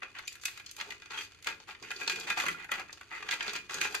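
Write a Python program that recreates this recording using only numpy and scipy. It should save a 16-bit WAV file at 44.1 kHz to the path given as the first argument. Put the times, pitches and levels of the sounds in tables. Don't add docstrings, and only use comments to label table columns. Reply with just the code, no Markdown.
import sys
import numpy as np
from scipy import signal
from scipy.fft import rfft, irfft
from scipy.io import wavfile

SR = 44100
rng = np.random.default_rng(int(sys.argv[2]) if len(sys.argv) > 2 else 0)


def put_to_file(sound):
    columns = np.atleast_2d(sound).T
    safe = np.clip(columns, -1, 1)
    whole_steps = np.round(safe * 32767)
    wavfile.write(sys.argv[1], SR, whole_steps.astype(np.int16))


N = 176400

# f/Hz, level/dB, t60/s
GLASS_MODES = [(1385, -5, .13), (1437, -6, .14), (1629, 2.5, .2), (2010, -4, .12), (2358, -2, .12),
               (2451, 4, .21), (2560, -3.5, .22), (3557, -3, .12)]
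# f/Hz, coherence (0-1)
COHERENCE = [(200, 0.99), (700, 0.68), (1500, 0.53), (3000, 0.34), (7000, 0), (15000, 0)]
CONTACT_RISE_S = 0.00019


def amp(db):
    return 10 ** (np.asarray(db) / 20)


def unit_rms(x):
    return x / np.sqrt(np.mean(x ** 2) + 1e-20)


def curve_at(points, hz):
    f, value = np.transpose(points)
    return np.interp(np.log(hz + 1), np.log(f + 1), value)


def add(mix, start_s, sound):
    part = mix[:, max(0, round(start_s * SR)):][:, :sound.shape[1]]
    part += sound[:, :part.shape[1]]


def band_rms(x):
    hz = np.fft.rfftfreq(x.shape[1], 1 / SR)
    band = rfft(x)[:, (hz > 1400) & (hz < 3000)]
    return np.sqrt(2 * np.mean(np.sum(abs(band) ** 2, 1))) / x.shape[1] + 1e-12


def mic_pair(x, right_lag_s=0.000045):
    hz = np.fft.rfftfreq(x.shape[1], 1 / SR)
    independent, right = rfft(x)
    coherence = np.clip(curve_at(COHERENCE, hz), 0, 1)
    left = coherence * right + np.sqrt(1 - coherence ** 2) * independent
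    left *= np.exp(2j * np.pi * hz * right_lag_s)
    return irfft(np.array([left, right]), x.shape[1])


def room_noise(level_db=-63.5):
    # f/Hz, relative density level/dB
    spectrum = [(20, -11), (50, -4), (100, 0.5), (200, -12.5), (400, -6), (700, -23.5), (2400, -9),
                (5000, -30), (11000, -30.5), (16000, -62)]
    hz = np.fft.rfftfreq(N, 1 / SR)
    white = rng.standard_normal((2, N)) + 1.2 * rng.standard_normal(N)
    noise = irfft(rfft(white) * amp(curve_at(spectrum, hz)), N)
    balance_db = np.array([[-0.5], [0]])
    return amp(level_db + balance_db) * unit_rms(noise)


def kitchen_reverb(x, onset_s=0.0027, size=22050):
    # f/Hz, t60/s
    decay_times = [(150, 0.89), (600, 0.31), (2000, 0.25), (5000, 0.25), (9000, 0.22), (15000, 0.29)]
    hz, t, bands = signal.stft(mic_pair(rng.standard_normal((2, size))), SR, nperseg=256)
    decay = amp(-60 * t / curve_at(decay_times, hz)[:, None])
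    tail = signal.istft(bands * decay, SR, nperseg=256)[1]
    tail *= np.clip(np.arange(tail.shape[1]) / SR / onset_s - 0.5, 0, 1)
    return signal.fftconvolve(x, tail / np.linalg.norm(tail[0]), axes=1)[:, :N]


def ice_colour(x, body_db, treble_db, sparkle_db, size=2048):
    # f/Hz, level/dB
    envelope = [(60, -22), (200, -16), (400, -5.5), (620, -9.5), (850, 1.5), (1000, -2.5), (1400, 5),
                (1780, -1.5), (2020, 5), (2250, 0), (2500, 6.5), (2850, 0), (3400, 1), (3850, -2.5),
                (4650, 0.5), (5350, -7.5), (6400, 4), (7300, 3), (8300, -1.5), (12500, 2), (15500, -15)]
    centres = [800, 2000, 5000, 10500]
    hz = np.fft.rfftfreq(size, 1 / SR)
    tilt = list(zip(centres, [body_db, 0, treble_db, sparkle_db]))
    log_gain = np.log(amp(curve_at(envelope, hz) + curve_at(tilt, hz)))
    mirrored = np.concatenate([log_gain, log_gain[-2:0:-1]])
    taps = np.fft.ifft(np.exp(np.conj(signal.hilbert(mirrored)))).real
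    return signal.fftconvolve(x, taps[None], axes=1)


def struck_body(modes, spread_db=2.5, size=12000):
    hz, db, t60 = np.transpose(modes)[..., None]
    t, count = np.arange(size) / SR, len(modes)
    phase_spread = np.sqrt(-np.log(np.clip(curve_at(COHERENCE, hz), 0.01, 1)))
    phase = 2 * np.pi * rng.random((count, 1)) + phase_spread * rng.standard_normal((2, count, 1))
    strength = amp(db + spread_db * rng.standard_normal((2, count, 1))) * np.exp(1j * phase)
    waves = np.exp((2j * np.pi * hz - np.log(1000) / t60) * t)
    return (strength[..., 0] @ waves).real * np.minimum(t / CONTACT_RISE_S, 1)


def ice_chunk(fade_t60_s, count, size=3072):
    crowding, loss_db_per_cycle = 1.4, 0.15
    scatter_db, crack_db, crack_t60_s = -8, 8.5, 0.0013
    t = np.arange(size) / SR
    rank = (np.arange(count) + rng.random((2, count))) / count
    hz = rank[..., None] ** crowding * SR / np.e
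    weight = hz ** ((1 - 1 / crowding) / 2)
    waves = np.sin(2 * np.pi * (hz * t + rng.random((2, count, 1))))
    modes = (weight * amp(-loss_db_per_cycle * hz * t) * waves).sum(1)
    modes /= np.sqrt(np.sum(weight ** 2, 1) / 2)
    scatter, crack = rng.standard_normal((2, 2, size))
    ringing = mic_pair(modes + amp(scatter_db) * unit_rms(scatter ** 3)) * amp(-60 * t / fade_t60_s)
    attack = 1 - np.exp(-t / CONTACT_RISE_S)
    return ringing * attack + mic_pair(crack) * amp(crack_db - 60 * t / crack_t60_s)


def fractures(size, per_s, chips=6, spread_db=3):
    chance, choice = rng.random((2, size))
    occurs = chance <= max(per_s / SR, chance.min())
    impulses = amp(spread_db * np.minimum(rng.exponential(1, size), 4)) * occurs
    out = np.zeros((2, size))
    for chip in range(chips):
        strikes = impulses * (np.floor(choice * chips) == chip)
        response = ice_chunk(fade_t60_s=0.032, count=16)
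        out += signal.fftconvolve(strikes[None], response, axes=1)[:, :size]
    return out


def ticking():
    ticks = ice_colour(fractures(N, per_s=200), body_db=-2, treble_db=4.5, sparkle_db=-17)[:, :N]
    return amp(-66) * ticks / band_rms(ticks)


def hollow_bumps(rise_s=0.009, hollow_t60_s=0.12, thump_t60_s=0.27, size=12000):
    # t/s, level/dB, f/Hz
    bumps = [(0.867, -53.5, 419), (1.156, -58, 370), (1.472, -54, 424), (1.817, -48.5, 392),
             (1.958, -53, 398), (2.007, -49, 387), (2.066, -47, 395), (2.127, -48.5, 371), (2.17, -44, 453),
             (2.24, -46.5, 368), (2.303, -57, 195), (2.381, -54, 390), (2.456, -50, 173), (2.47, -44, 376),
             (2.506, -52.5, 163), (2.717, -51, 395), (2.774, -50.5, 379), (3.198, -57.5, 424),
             (3.24, -53.5, 430), (3.474, -46, 414), (3.549, -52.5, 426), (3.742, -46, 404),
             (3.788, -48, 392), (3.847, -54, 417), (3.896, -51, 420)]
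    # f/Hz, relative density level/dB
    spectrum = [(50, -12.5), (120, -18), (165, -1), (240, -5.5), (330, 2), (470, 2.5), (620, -21),
                (1500, -56)]
    out, t = np.zeros((2, N)), np.arange(size) / SR
    dull = amp(curve_at(spectrum, np.fft.rfftfreq(size, 1 / SR)))
    for start_s, db, hz in bumps:
        noise = irfft(rfft(rng.standard_normal((2, size))) * dull, size)
        thump = unit_rms(mic_pair(noise)) * amp(-4.5 - 60 * t / thump_t60_s)
        hollow = amp(6) * struck_body([(hz, 0, hollow_t60_s)], size=size)
        add(out, start_s, amp(db) * np.minimum(t / rise_s, 1) * (hollow + thump))
    return out


def crunches(rise_share=0.2, fall_s=0.039, size=8192):
    # t/s, duration/s, level/dB, body tilt/dB, treble tilt/dB
    shifts = [(0.019, 0.037, -44, 0, -15), (0.142, 0.055, -46, -7, -15), (0.248, 0.088, -56.5, -44, -5),
              (0.41, 0.021, -64.5, -11, 23), (0.48, 0.13, -55.5, -8, 1), (0.776, 0.057, -48.5, 5.5, 2.5),
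              (0.842, 0.092, -56, 11, 2), (1.098, 0.07, -41.5, -4, -6.5), (1.162, 0.091, -52.5, -13, 7.5),
              (1.171, 0.026, -37.5, -7, -8.5), (1.206, 0.0082, -37.5, -5.5, -2.5),
              (1.453, 0.067, -40, 1.5, -7), (1.67, 0.056, -49, 0.5, -6), (1.823, 0.077, -47.5, -7, -7),
              (1.903, 0.15, -53, -2, 5), (1.989, 0.071, -45, -2, -1.5), (2.097, 0.042, -37, -11, -3.5),
              (2.143, 0.12, -46, 1, -0.5), (2.264, 0.069, -36.5, -2.5, -5), (2.359, 0.098, -36.5, 0, -1),
              (2.461, 0.081, -47.5, -5, 2), (2.559, 0.085, -46, -8, -14), (2.712, 0.061, -39, -5.5, -13.5),
              (2.77, 0.051, -40, -2, -15), (3.098, 0.12, -42, -5.5, -11.5), (3.221, 0.16, -46.5, -3.5, -10),
              (3.311, 0.038, -40, -40, 4), (3.382, 0.11, -41, -0.5, -6.5), (3.459, 0.063, -42, -10, -4.5),
              (3.529, 0.066, -41, -16, -11), (3.692, 0.11, -41.5, 1.5, 0), (3.802, 0.078, -35.5, -6, -0.5),
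              (3.889, 0.12, -49, 6, 6.5)]
    out, t = np.zeros((2, N)), np.arange(size) / SR
    for start_s, length_s, db, body_db, treble_db in shifts:
        rise = np.clip(t / (rise_share * length_s), 0, 1)
        fall = np.clip((length_s - t) / fall_s + 0.5, 0, 1)
        swell = fractures(size, per_s=1200) * rise * fall
        grit = ice_colour(swell, body_db, treble_db, sparkle_db=treble_db - 17.5)
        grit /= band_rms(grit[:, :round(length_s * SR)])
        glass = signal.fftconvolve(grit, struck_body(GLASS_MODES), axes=1)
        glass *= np.sqrt(length_s * SR) / np.linalg.norm(glass[0])
        add(out, start_s, amp(db - 4.5) * grit)
        add(out, start_s, amp(db - 15) * glass)
    return out


def singing_glass(scraping, bandwidth_hz=22):
    strongest = sorted(GLASS_MODES, key=lambda mode: -mode[1])[:2]
    return sum(amp(db) * signal.lfilter(*signal.iirpeak(hz, hz / bandwidth_hz, fs=SR), scraping)
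               for hz, db, _ in strongest)


def clinks(t60_s=0.071):
    # t/s, level/dB, f/Hz
    contacts = [(0.253, -49, 6200), (0.279, -36, 2460), (0.277, -37, 7130), (0.455, -28.5, 2543),
                (0.453, -43, 6080), (1.144, -39, 3270), (1.18, -30, 3220), (1.18, -47, 6135),
                (2.077, -30, 4270), (2.098, -42, 6100), (2.4, -40, 2180), (2.465, -35, 2040),
                (2.464, -37, 6130), (2.485, -27, 1377), (2.502, -35, 1370), (2.546, -34.5, 1396),
                (2.717, -29.5, 2002), (3.312, -29.5, 3536), (3.743, -32.5, 6650), (3.814, -39, 6540)]
    out = np.zeros((2, N))
    for start_s, db, hz in contacts:
        add(out, start_s, struck_body([(hz, db, t60_s)]))
    return out


def knocks(lead_in_s=0.006, impact_s=0.008):
    # t/s, level/dB, body tilt/dB, treble tilt/dB, sparkle tilt/dB, glass ring offset/dB
    impacts = [(0.0217, -38.5, -17, -31, -42, -7), (0.0314, -36.5, -15, -10, -35, -27),
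               (0.1526, -46, -25, -20, -42, -19), (0.187, -43, -7, 2.5, -27, -17),
               (0.192, -40.5, -8.5, -27, -24, -21), (0.2363, -51, -1.5, -9, -34, -15),
               (0.2779, -40, -47, 8.5, -6.5, -32), (0.3274, -59.5, -33, 18, 8, -16),
               (0.3548, -48, -16, -4, -11, -4), (0.4357, -46.5, -3, 3, -9, -2),
               (0.4554, -34.5, -14, 7.5, -1.5, -13), (0.4819, -38.5, -10.5, 1, -53, -23),
               (0.5753, -46, -6, 0, -12, -10), (0.5982, -44, -6.5, -11, -21, -6.5),
               (0.6632, -50.5, -17, 15, -8.5, -22), (0.6936, -54, -7, 16, -12, -12),
               (0.7132, -52, -16, 11.5, 4, -18), (0.7659, -52.5, -7, 8, 1, 2),
               (0.8004, -37.5, -15, -2, -41, -5), (0.8117, -32.5, -10, -6, -24, -16),
               (0.9061, -37, -31, -6, -21.5, -13), (0.922, -38, -11, -7, -24, -33),
               (1.0204, -48, -1.5, 0.5, -25, 1), (1.059, -50, -3, 1, -21, -0.5),
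               (1.1064, -45, 4.5, 8, -29, -6), (1.426, -56, -28, 6, -4, -2),
               (1.4453, -46.5, -33, -1, -15, -12), (1.471, -29.5, -8, -5, -19, -3),
               (1.487, -37, -8, 0, -23, -22), (1.525, -42, -8, -5, -44, -28),
               (1.6018, -57, 9.5, 10, -22, -14), (1.6906, -47, 5.5, -6, -40, 1),
               (1.709, -42, -40, -6, -59, -10), (1.75, -46.5, -8, -9, -45, -21),
               (1.826, -55.5, 22, 20, -4.5, 5), (1.906, -41, 3.5, 2, -20, 4.5),
               (1.9143, -32, -11.5, -14, -24, -11), (1.9632, -53, -16, 23, -29, -1),
               (2.014, -42, -10, -25, -26, 8.5), (2.065, -47, -8, 0, -28, 8.5),
               (2.0771, -30.5, -4, 7.5, -17.5, -14), (2.0973, -30, -4, 2, -16.5, -0.5),
               (2.1595, -38.5, -11, 3, -16, -2), (2.1992, -54, -12, 21, 9, -19),
               (2.21, -44.5, -33, 13, -25, -12), (2.3017, -31, -5, -6, -20, 6.5),
               (2.373, -31, 2, -10.5, -32, -20), (2.389, -34, -3, -11, -17, -7),
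               (2.3995, -25, -23, -14, -24, -21), (2.4388, -38, 10, -15, -17, -17),
               (2.464, -27.5, -8, -16, -26, -23), (2.484, -25, -19, -19, -22, -15),
               (2.5987, -47.5, -14, -20, -22, 2.5), (2.6451, -41, -7, -17, -22, -27),
               (2.6921, -39.5, -6, -50, -39, -17), (2.7168, -27.5, -7.5, -12, -18, -12),
               (2.739, -37, -2.5, -3, -27, -21), (2.7553, -37.5, -3, -12, -26, -23),
               (2.797, -45.5, 9, 5.5, -8.5, -21), (2.8951, -46, -13, -60, -50, -4),
               (2.9288, -51.5, 10, 17.5, -4, -3), (3.012, -44, -1, -10, -22, -13),
               (3.115, -41.5, -3, -40, -47, -10), (3.133, -40, -10, -53, -45, -14),
               (3.227, -37.5, -6, -10, -29, -23), (3.289, -31.5, -8.5, -5, -29, -6),
               (3.3107, -31, -15, 1.5, -19.5, -0.5), (3.3258, -31.5, -12, -16, -27, -4),
               (3.335, -32.5, -3, -8, -24, -9), (3.4076, -30, -17, -10, -41, -9),
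               (3.429, -42, -7, 9, -17, -10), (3.4801, -38.5, 6.5, 8, -23, 1),
               (3.495, -38, -19, 5, -35, -21), (3.5341, -46, 13.5, 12, -2.5, -2),
               (3.554, -37, 4.5, 0, -21, -4), (3.5621, -36.5, -4, 4, -15.5, -22),
               (3.696, -38.5, -4, -6, -27, -4.5), (3.7432, -45, -14, 16.5, 0, 5),
               (3.814, -25.5, -7.5, -5, -16.5, -7), (3.852, -30.5, -4, -13, -37, 1),
               (3.9453, -29, -11, -26, -20, -0.5), (3.9502, -39, 9.5, 16.5, -1.5, -25)]
    out, lead_in_size = np.zeros((2, N)), round(lead_in_s * SR)
    for start_s, db, *tilt_db, ring_db in impacts:
        hit = ice_colour(ice_chunk(fade_t60_s=0.06, count=26), *tilt_db)
        add(out, start_s, amp(db - 3) * hit / band_rms(hit[:, :round(impact_s * SR)]))
        add(out, start_s, amp(db + ring_db - 8.5) * struck_body(GLASS_MODES))
        noise = mic_pair(rng.standard_normal((2, 1024)))[:, :lead_in_size]
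        lead_in = ice_colour(noise * np.linspace(0, 1, lead_in_size), *tilt_db)
        add(out, start_s - lead_in_s, amp(db - 15.5) * lead_in / band_rms(lead_in[:, :lead_in_size]))
    return out


def scene():
    scraping = crunches() + ticking()
    direct = knocks() + clinks() + scraping + amp(-2.5) * singing_glass(scraping) + hollow_bumps()
    return direct + amp(-7) * kitchen_reverb(direct) + room_noise()


def record(dry):
    cutoff_hz = 16200
    taps = signal.firwin(255, cutoff_hz, window=("kaiser", 9), fs=SR)
    return signal.oaconvolve(dry, taps[None], "same")


dry = scene()
out = record(dry)
put_to_file(out)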